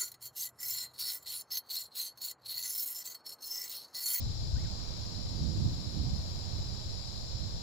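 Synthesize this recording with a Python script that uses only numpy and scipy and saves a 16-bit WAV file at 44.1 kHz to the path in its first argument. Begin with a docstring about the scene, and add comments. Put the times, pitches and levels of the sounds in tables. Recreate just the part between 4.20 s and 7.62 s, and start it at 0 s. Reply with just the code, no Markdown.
"""A far insect chorus fills the forest first, louder on the left: random clicks and rhythmic singers ring
resonances into steady bands, and a higher band swells. Wind buffets the two microphone ports separately, as
lumpy low noise and single puffs. Towards the right a bird gives one arched whistle, a gliding sine with echo.
A short low sine and a few ticks of noise are faint and near the ground; shaped noise murmurs underneath."""
import sys
import numpy as np
from scipy import signal
from scipy.fft import rfft, irfft, next_fast_len
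from scipy.io import wavfile
from scipy.ndimage import map_coordinates

SR = 44100
rng = np.random.default_rng(int(sys.argv[2]) if len(sys.argv) > 2 else 0)


def wrap_up_sound(samples):
    """Save the sound to the file named by the first command line argument, as 16-bit audio."""
    columns = np.atleast_2d(samples).T
    # keep every value between -1 and 1, then stretch to whole-number steps
    tamed = np.clip(columns, -1, 1)
    steps = np.round(tamed * 32767).astype(np.int16)
    wavfile.write(sys.argv[1], SR, steps)


def linear_from_db(decibels):
    """Turn decibels (scalar or array-like) into linear amplitude factors; 0 gives 1."""
    return 10 ** (np.asarray(decibels, float) / 20)


N = 150822

# resonances of the far singers: [pitch_hz, width_hz, left_db_per_hz, right_db_per_hz]
SINGER_BANDS = [(3470, 520, -86.5, -100.5), (3740, 340, -84.0, -92.0), (3930, 190, -80.5, -84.0),
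                (4080, 110, -75.0, -81.5), (4280, 190, -76.0, -84.5), (4630, 200, -77.5, -86.0),
                (4790, 100, -74.0, -81.0), (4900, 170, -75.0, -86.0), (5140, 160, -78.0, -86.0),
                (5320, 170, -74.0, -82.0), (5570, 140, -77.0, -87.0), (5810, 150, -86.0, -103.0),
                (6430, 710, -89.0, -105.0), (6800, 470, -89.5, -104.0), (7130, 220, -82.0, -99.0),
                (7360, 270, -88.5, -104.0), (7820, 430, -98.0, -113.5)]
# resonances of the higher singers: [pitch_hz, width_hz, left_db_per_hz, right_db_per_hz]
HIGH_SINGER_BANDS = [(9930, 1050, -107, -106), (10680, 780, -104, -104), (11580, 1100, -105, -108)]
# swell of the higher singers, about its own mean: [time_s, level_db]
HIGH_SWELL_CURVE = [(0, -0.83), (.6, -1), (.8, 0.41), (1.5, 0), (1.69, 2.2), (1.85, -.5), (2.0, 1.3),
                    (2.3, -0.33), (3.0, 0.4), (3.1, -2), (3.42, -1)]
# wind strength at each microphone port: [time_s, left_db, right_db]
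WIND_STRENGTH = [(0, -37, -36), (.15, -34, -38.5), (.3, -34, -40.5), (.4, -37.5, -34.5), (.5, -42, -38.5),
                 (.7, -49, -41.5), (.85, -46, -40.5), (1, -46, -34.5), (1.1, -38.5, -39), (1.2, -44.5, -32),
                 (1.32, -43, -31), (1.4, -36, -31.5), (1.53, -36, -33.5), (1.6, -44.5, -37.5),
                 (1.72, -46, -36), (1.8, -41, -31), (1.95, -38.5, -36.5), (2.1, -40, -38.5),
                 (2.25, -45, -39.5), (2.5, -43.5, -38.5), (2.6, -48, -41), (2.75, -44, -40.5),
                 (2.9, -46, -45), (3.1, -46, -44.5), (3.17, -42.5, -37), (3.28, -50.5, -39),
                 (3.33, -38, -44), (3.42, -46, -38)]
# colour of the low buffeting, relative within each port: [frequency_hz, left_db, right_db]
RUMBLE_COLOUR = [(11.8, -24, -30), (24.8, -16, -22), (50, -7.5, -1.5), (75, -3.5, -0.5), (110, -4.5, -2.5),
                 (154.6, -16, -6.5), (202.6, -25, -13.5), (294, -49, -34.5), (594, -101, -75)]
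# colour of the buffeting's upper edge, relative within each port: [frequency_hz, left_db, right_db]
FLAP_COLOUR = [(80, -1, -32.5), (142.4, 10, -0.5), (230, -35, -4.5), (335, -35, -11.5), (415, -34, -20.5),
               (620, -58, -30), (1000, -90, -80)]
# single puffs, levels at half the envelope's peak amplitude: [centre_s, left_db, right_db, pitch_hz]
WIND_PUFFS = [(0.046, -33.5, -64, 60), (.345, -23.5, -33.5, 69), (0.366, -28.5, -46, 75),
              (.545, -39, -52, 59.5), (0.784, -36.5, -63, 70), (1.059, -34, -64, 75), (1.17, -60, -32, 75),
              (1.219, -30, -60, 70), (1.386, -29.5, -60, 80), (1.425, -50, -24, 100),
              (1.455, -28, -67.5, 91), (1.466, -57, -26, 123), (1.519, -38, -65, 86),
              (1.774, -36, -63.5, 80), (1.812, -32, -61, 80), (1.862, -60, -33, 94),
              (1.915, -33, -58.5, 55.3), (1.94, -55, -29.5, 110), (2.0, -33, -62.5, 75),
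              (2.031, -56, -39, 71), (2.399, -31, -64, 75), (2.491, -50, -62, 55), (2.667, -33, -51, 70),
              (3.15, -57, -32.5, 70), (3.218, -62, -32.5, 80), (3.309, -45, -64, 50), (3.375, -36, -57, 60)]
# the bird's whistle, rms level before panning: [time_s, pitch_hz, level_db]
WHISTLE_PATH = [(.352, 1400, -66.5), (.36, 1470, -60), (.367, 1550, -55.5), (.374, 1730, -67),
                (.385, 1880, -62), (.4, 2075, -68), (.412, 2206, -67), (.42, 2170, -80), (.43, 2260, -74),
                (.438, 2280, -66), (.446, 2030, -64), (.457, 1630, -62), (.465, 1530, -61),
                (.474, 1420, -76)]
# ticks near the ground, starting noise level before the band filter: [start_s, level_db, pitch_hz]
GROUND_TICKS = [(.934, -38, 1000), (1.8811, -59, 11000), (1.941, -57, 11000), (3.2934, -60, 11000)]
# spectrum of the forest murmur: [frequency_hz, left_db_per_hz, right_db_per_hz]
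MURMUR_SPECTRUM = [(100, -86.5, -61), (231, -78.5, -80.5), (388, -85, -84.5), (610, -81.5, -84.5),
                   (1080, -89, -89), (1400, -95, -93.5), (2110, -97, -98), (2360, -100, -93.5),
                   (2960, -95.5, -100), (6000, -106, -108.5), (8900, -115, -115), (13500, -113, -113),
                   (15700, -111, -111)]
# left-right correlation of the murmur: [frequency_hz, correlation_0_to_1]
MURMUR_LIKENESS = [(250, .3), (500, .48), (800, .35), (1200, .42), (1500, .12), (3000, 0)]

CLICKS_PER_S, RHYTHM_DRIFT = 190, .004  # a rhythmic singer's mean rate; its drift as a fraction of that rate
CROWD_PER_S, CLICK_SCATTER_DB = 6000, 5  # the crowd's mean click rate; spread of click sizes
NEAR_DB = -8.5  # rhythmic singer against the crowd
SWELL_DB, FLUTTER_DB = 0.4, 0.65  # slow and quick level drift of each resonance
TREES_T60_S = 0.55
FLAP_DB = [-16, -4.5]  # left, right: against the rumble when the wind is strongest
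FLAP_GROWS = 1.91  # dB of flap for each dB of wind strength
LUMPS_DB = [3, 1]  # left, right: spread of the lumps
PUFF_CYCLES = 0.45  # Gaussian spread of a puff, in cycles of its pitch
WHISTLE_PAN_DB, WHISTLE_ECHO_DB = 5, -8
HOOT_S, HOOT_LENGTH_S, HOOT_RISE_S = 1.64, .1, .015
HOOT_HZ, HOOT_DB = 240, [-54, -60]  # pitch; left and right level
TICK_T60_S = 0.0087
LAG_S = .00028  # the murmur reaches the right port later
TOP_HZ = 15750


def unit(x):
    """Scales each channel to an rms of one."""
    return x / np.sqrt(np.mean(x ** 2, axis=-1, keepdims=True) + 1e-20)


def along(points, hz):
    """Reads the columns after the frequency on a log axis."""
    f, *cols = np.transpose(points)
    return np.array([np.interp(np.log(hz + 1), np.log(f + 1), c) for c in cols])


def curves(rows):
    """Gives one value per sample for each column after the time."""
    s, *cols = np.transpose(rows)
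    return np.array([np.interp(np.arange(N) / SR, s, c) for c in cols])


def wobble(rate):
    """Draws a smooth random curve for each channel, rate knots a second."""
    place = np.arange(N) * rate / SR
    knots = int(N * rate / SR) + 4
    return np.array([map_coordinates(rng.standard_normal(knots), [place]) for _ in "LR"])


def filtered(x, response):
    """Multiplies the spectrum of x by a complex response of frequency."""
    m = next_fast_len(x.shape[-1] + 8192)
    spectrum = rfft(x, m) * response(np.fft.rfftfreq(m, 1 / SR))
    return irfft(spectrum, m)[..., :x.shape[-1]]


def trees(x):
    """Scattering among trunks: a decaying noise tail, different at each port."""
    t = np.arange(SR // 2) / SR
    tail = rng.standard_normal((2, len(t))) * linear_from_db(-60 * t / TREES_T60_S)
    tail = tail / np.linalg.norm(tail, axis=1, keepdims=True)
    return signal.fftconvolve(np.atleast_2d(x), tail, axes=1)[:, :np.shape(x)[-1]]


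def crowd_clicks():
    """Countless far singers: clicks of random time, sign and size, separate at each port."""
    chance, size = rng.random((2, N)), rng.standard_normal((2, N))
    sign = np.sign(chance - CROWD_PER_S / SR / 2)
    return unit((chance < CROWD_PER_S / SR) * sign * linear_from_db(CLICK_SCATTER_DB * size))


def rhythmic_singer():
    """One singer clicks at a slightly drifting rate, blurred by the trees."""
    lead = SR // 2  # lets the tree tail build up before the scene starts
    drift = np.pad(wobble(4)[0], (lead + 1, 0), "reflect")
    rate = CLICKS_PER_S * (rng.uniform(.9, 1.1) + RHYTHM_DRIFT * drift)
    beat = np.diff(np.floor(np.cumsum(rate) / SR))  # a click at each whole cycle
    return unit(trees(beat - beat.mean())[:, lead:])


def chorus(singers):
    """Crowd and rhythmic singer excite each resonance, a band-pass applied three times."""
    out = np.zeros((2, N))
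    for hz, width, *level_db in singers:
        clicks = crowd_clicks() + linear_from_db(NEAR_DB) * rhythmic_singer()
        clicks = clicks / np.hypot(1, linear_from_db(NEAR_DB))
        drift = linear_from_db(SWELL_DB * wobble(1.5) + FLUTTER_DB * wobble(8.97))
        ring = lambda f: (2j * f * width / (hz * hz - f * f + 2j * f * width + 1e-9)) ** 3
        out += linear_from_db(level_db)[:, None] * filtered(drift * clicks, ring)
    return out * np.sqrt(SR / 2)  # levels are per Hz


def insects():
    """Adds the steady main chorus and the higher, swelling one."""
    swell_db, = curves(HIGH_SWELL_CURVE)
    swell = linear_from_db(swell_db - swell_db.mean())
    return chorus(SINGER_BANDS) + swell * chorus(HIGH_SINGER_BANDS)


def coloured_noise(colour):
    """Noise of unit rms, separate at each port, shaped by a colour table."""
    return unit(filtered(rng.standard_normal((2, N)), lambda f: linear_from_db(along(colour, f))))


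def buffeting():
    """Turbulence on each port: a lumpy rumble whose upper edge rises with wind strength."""
    strength_db = curves(WIND_STRENGTH)
    lumps = linear_from_db(np.array(LUMPS_DB)[:, None] * wobble(14))
    below_peak_db = strength_db - strength_db.max(axis=1, keepdims=True)
    # the wind strength below supplies the other 1 dB per dB
    flap_db = np.array(FLAP_DB)[:, None] + (FLAP_GROWS - 1) * below_peak_db
    flap = linear_from_db(flap_db) * coloured_noise(FLAP_COLOUR)
    return linear_from_db(strength_db) * unit(lumps) * (coloured_noise(RUMBLE_COLOUR) + flap)


def puffs():
    """Single pressure pulses on the ports: short low cosines of random phase under a Gaussian."""
    out, t = np.zeros((2, N)), np.arange(N) / SR
    for s, left_db, right_db, hz in WIND_PUFFS:
        cycles = (t - s) * hz
        envelope = np.exp(-.5 * (cycles / PUFF_CYCLES) ** 2)
        pulse = envelope * np.cos(2 * np.pi * (cycles + rng.random()))
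        out += 2 * linear_from_db([[left_db], [right_db]]) * pulse
    return out


def bird():
    """One arched whistle from the right, a gliding sine with its echo among the trees."""
    hz, db = curves(WHISTLE_PATH)
    t = np.arange(N) / SR
    sounding = (t > WHISTLE_PATH[0][0]) & (t < WHISTLE_PATH[-1][0])
    tone = np.sqrt(2) * linear_from_db(db) * sounding * np.sin(2 * np.pi * np.cumsum(hz) / SR)
    direct = tone * linear_from_db([[-WHISTLE_PAN_DB], [WHISTLE_PAN_DB / 2]])
    return direct + linear_from_db(WHISTLE_ECHO_DB) * trees(tone)


def hoot():
    """A short, faint low sine that rises quickly and fades."""
    t = np.arange(N) / SR - HOOT_S
    rise = np.clip(t / HOOT_RISE_S, 0, 1)
    fade = np.sqrt(np.clip(1 - t / HOOT_LENGTH_S, 0, 1))
    return np.sqrt(2) * linear_from_db(HOOT_DB)[:, None] * rise * fade * np.sin(2 * np.pi * HOOT_HZ * t)


def ticks():
    """Grit shifting: short decaying bursts of noise in a broad band round a pitch."""
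    out, t = np.zeros((2, N + SR)), np.arange(1024) / SR
    for s, db, hz in GROUND_TICKS:
        burst = rng.standard_normal((2, len(t))) * linear_from_db(db - 60 * t / TICK_T60_S)
        band = lambda f: 1j * f * hz / (hz * hz - f * f + 1j * f * hz)
        start = round(s * SR)
        out[:, start:start + len(t)] += filtered(burst, band)
    return out[:, :N]


def murmur():
    """Leaves and far water: noise with a gentle level drift, partly shared by the ports."""
    shared, opposed = rng.standard_normal((2, N))
    # this split of shared and opposed noise gives the tabled correlation
    angle = lambda f: np.arccos(np.clip(along(MURMUR_LIKENESS, f), 0, 1)) / 2
    lag = lambda f: np.exp(np.pi * 1j * f * LAG_S * np.array([[1], [-1]]))
    colour = lambda f: linear_from_db(along(MURMUR_SPECTRUM, f)) * lag(f)
    same = filtered(shared, lambda f: colour(f) * np.cos(angle(f)))
    apart = filtered(opposed, lambda f: colour(f) * np.sin(angle(f))) * [[1], [-1]]
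    return np.sqrt(SR / 2) * linear_from_db(1.3 * wobble(2.79)) * (same + apart)


def scene():
    """Sums the forest at the two ports, from the chorus down to the murmur."""
    return insects() + buffeting() + puffs() + bird() + hoot() + ticks() + murmur()


def band_limit(x):
    """A steep low-pass at the top of the band."""
    return signal.sosfilt(signal.butter(12, 16820, fs=SR, output="sos"), x)


def record(dry):
    """A low-pass removes everything from TOP_HZ up."""
    mix = filtered(dry, lambda hz: hz < TOP_HZ)
    return band_limit(mix)


dry = scene()
out = record(dry)
wrap_up_sound(out)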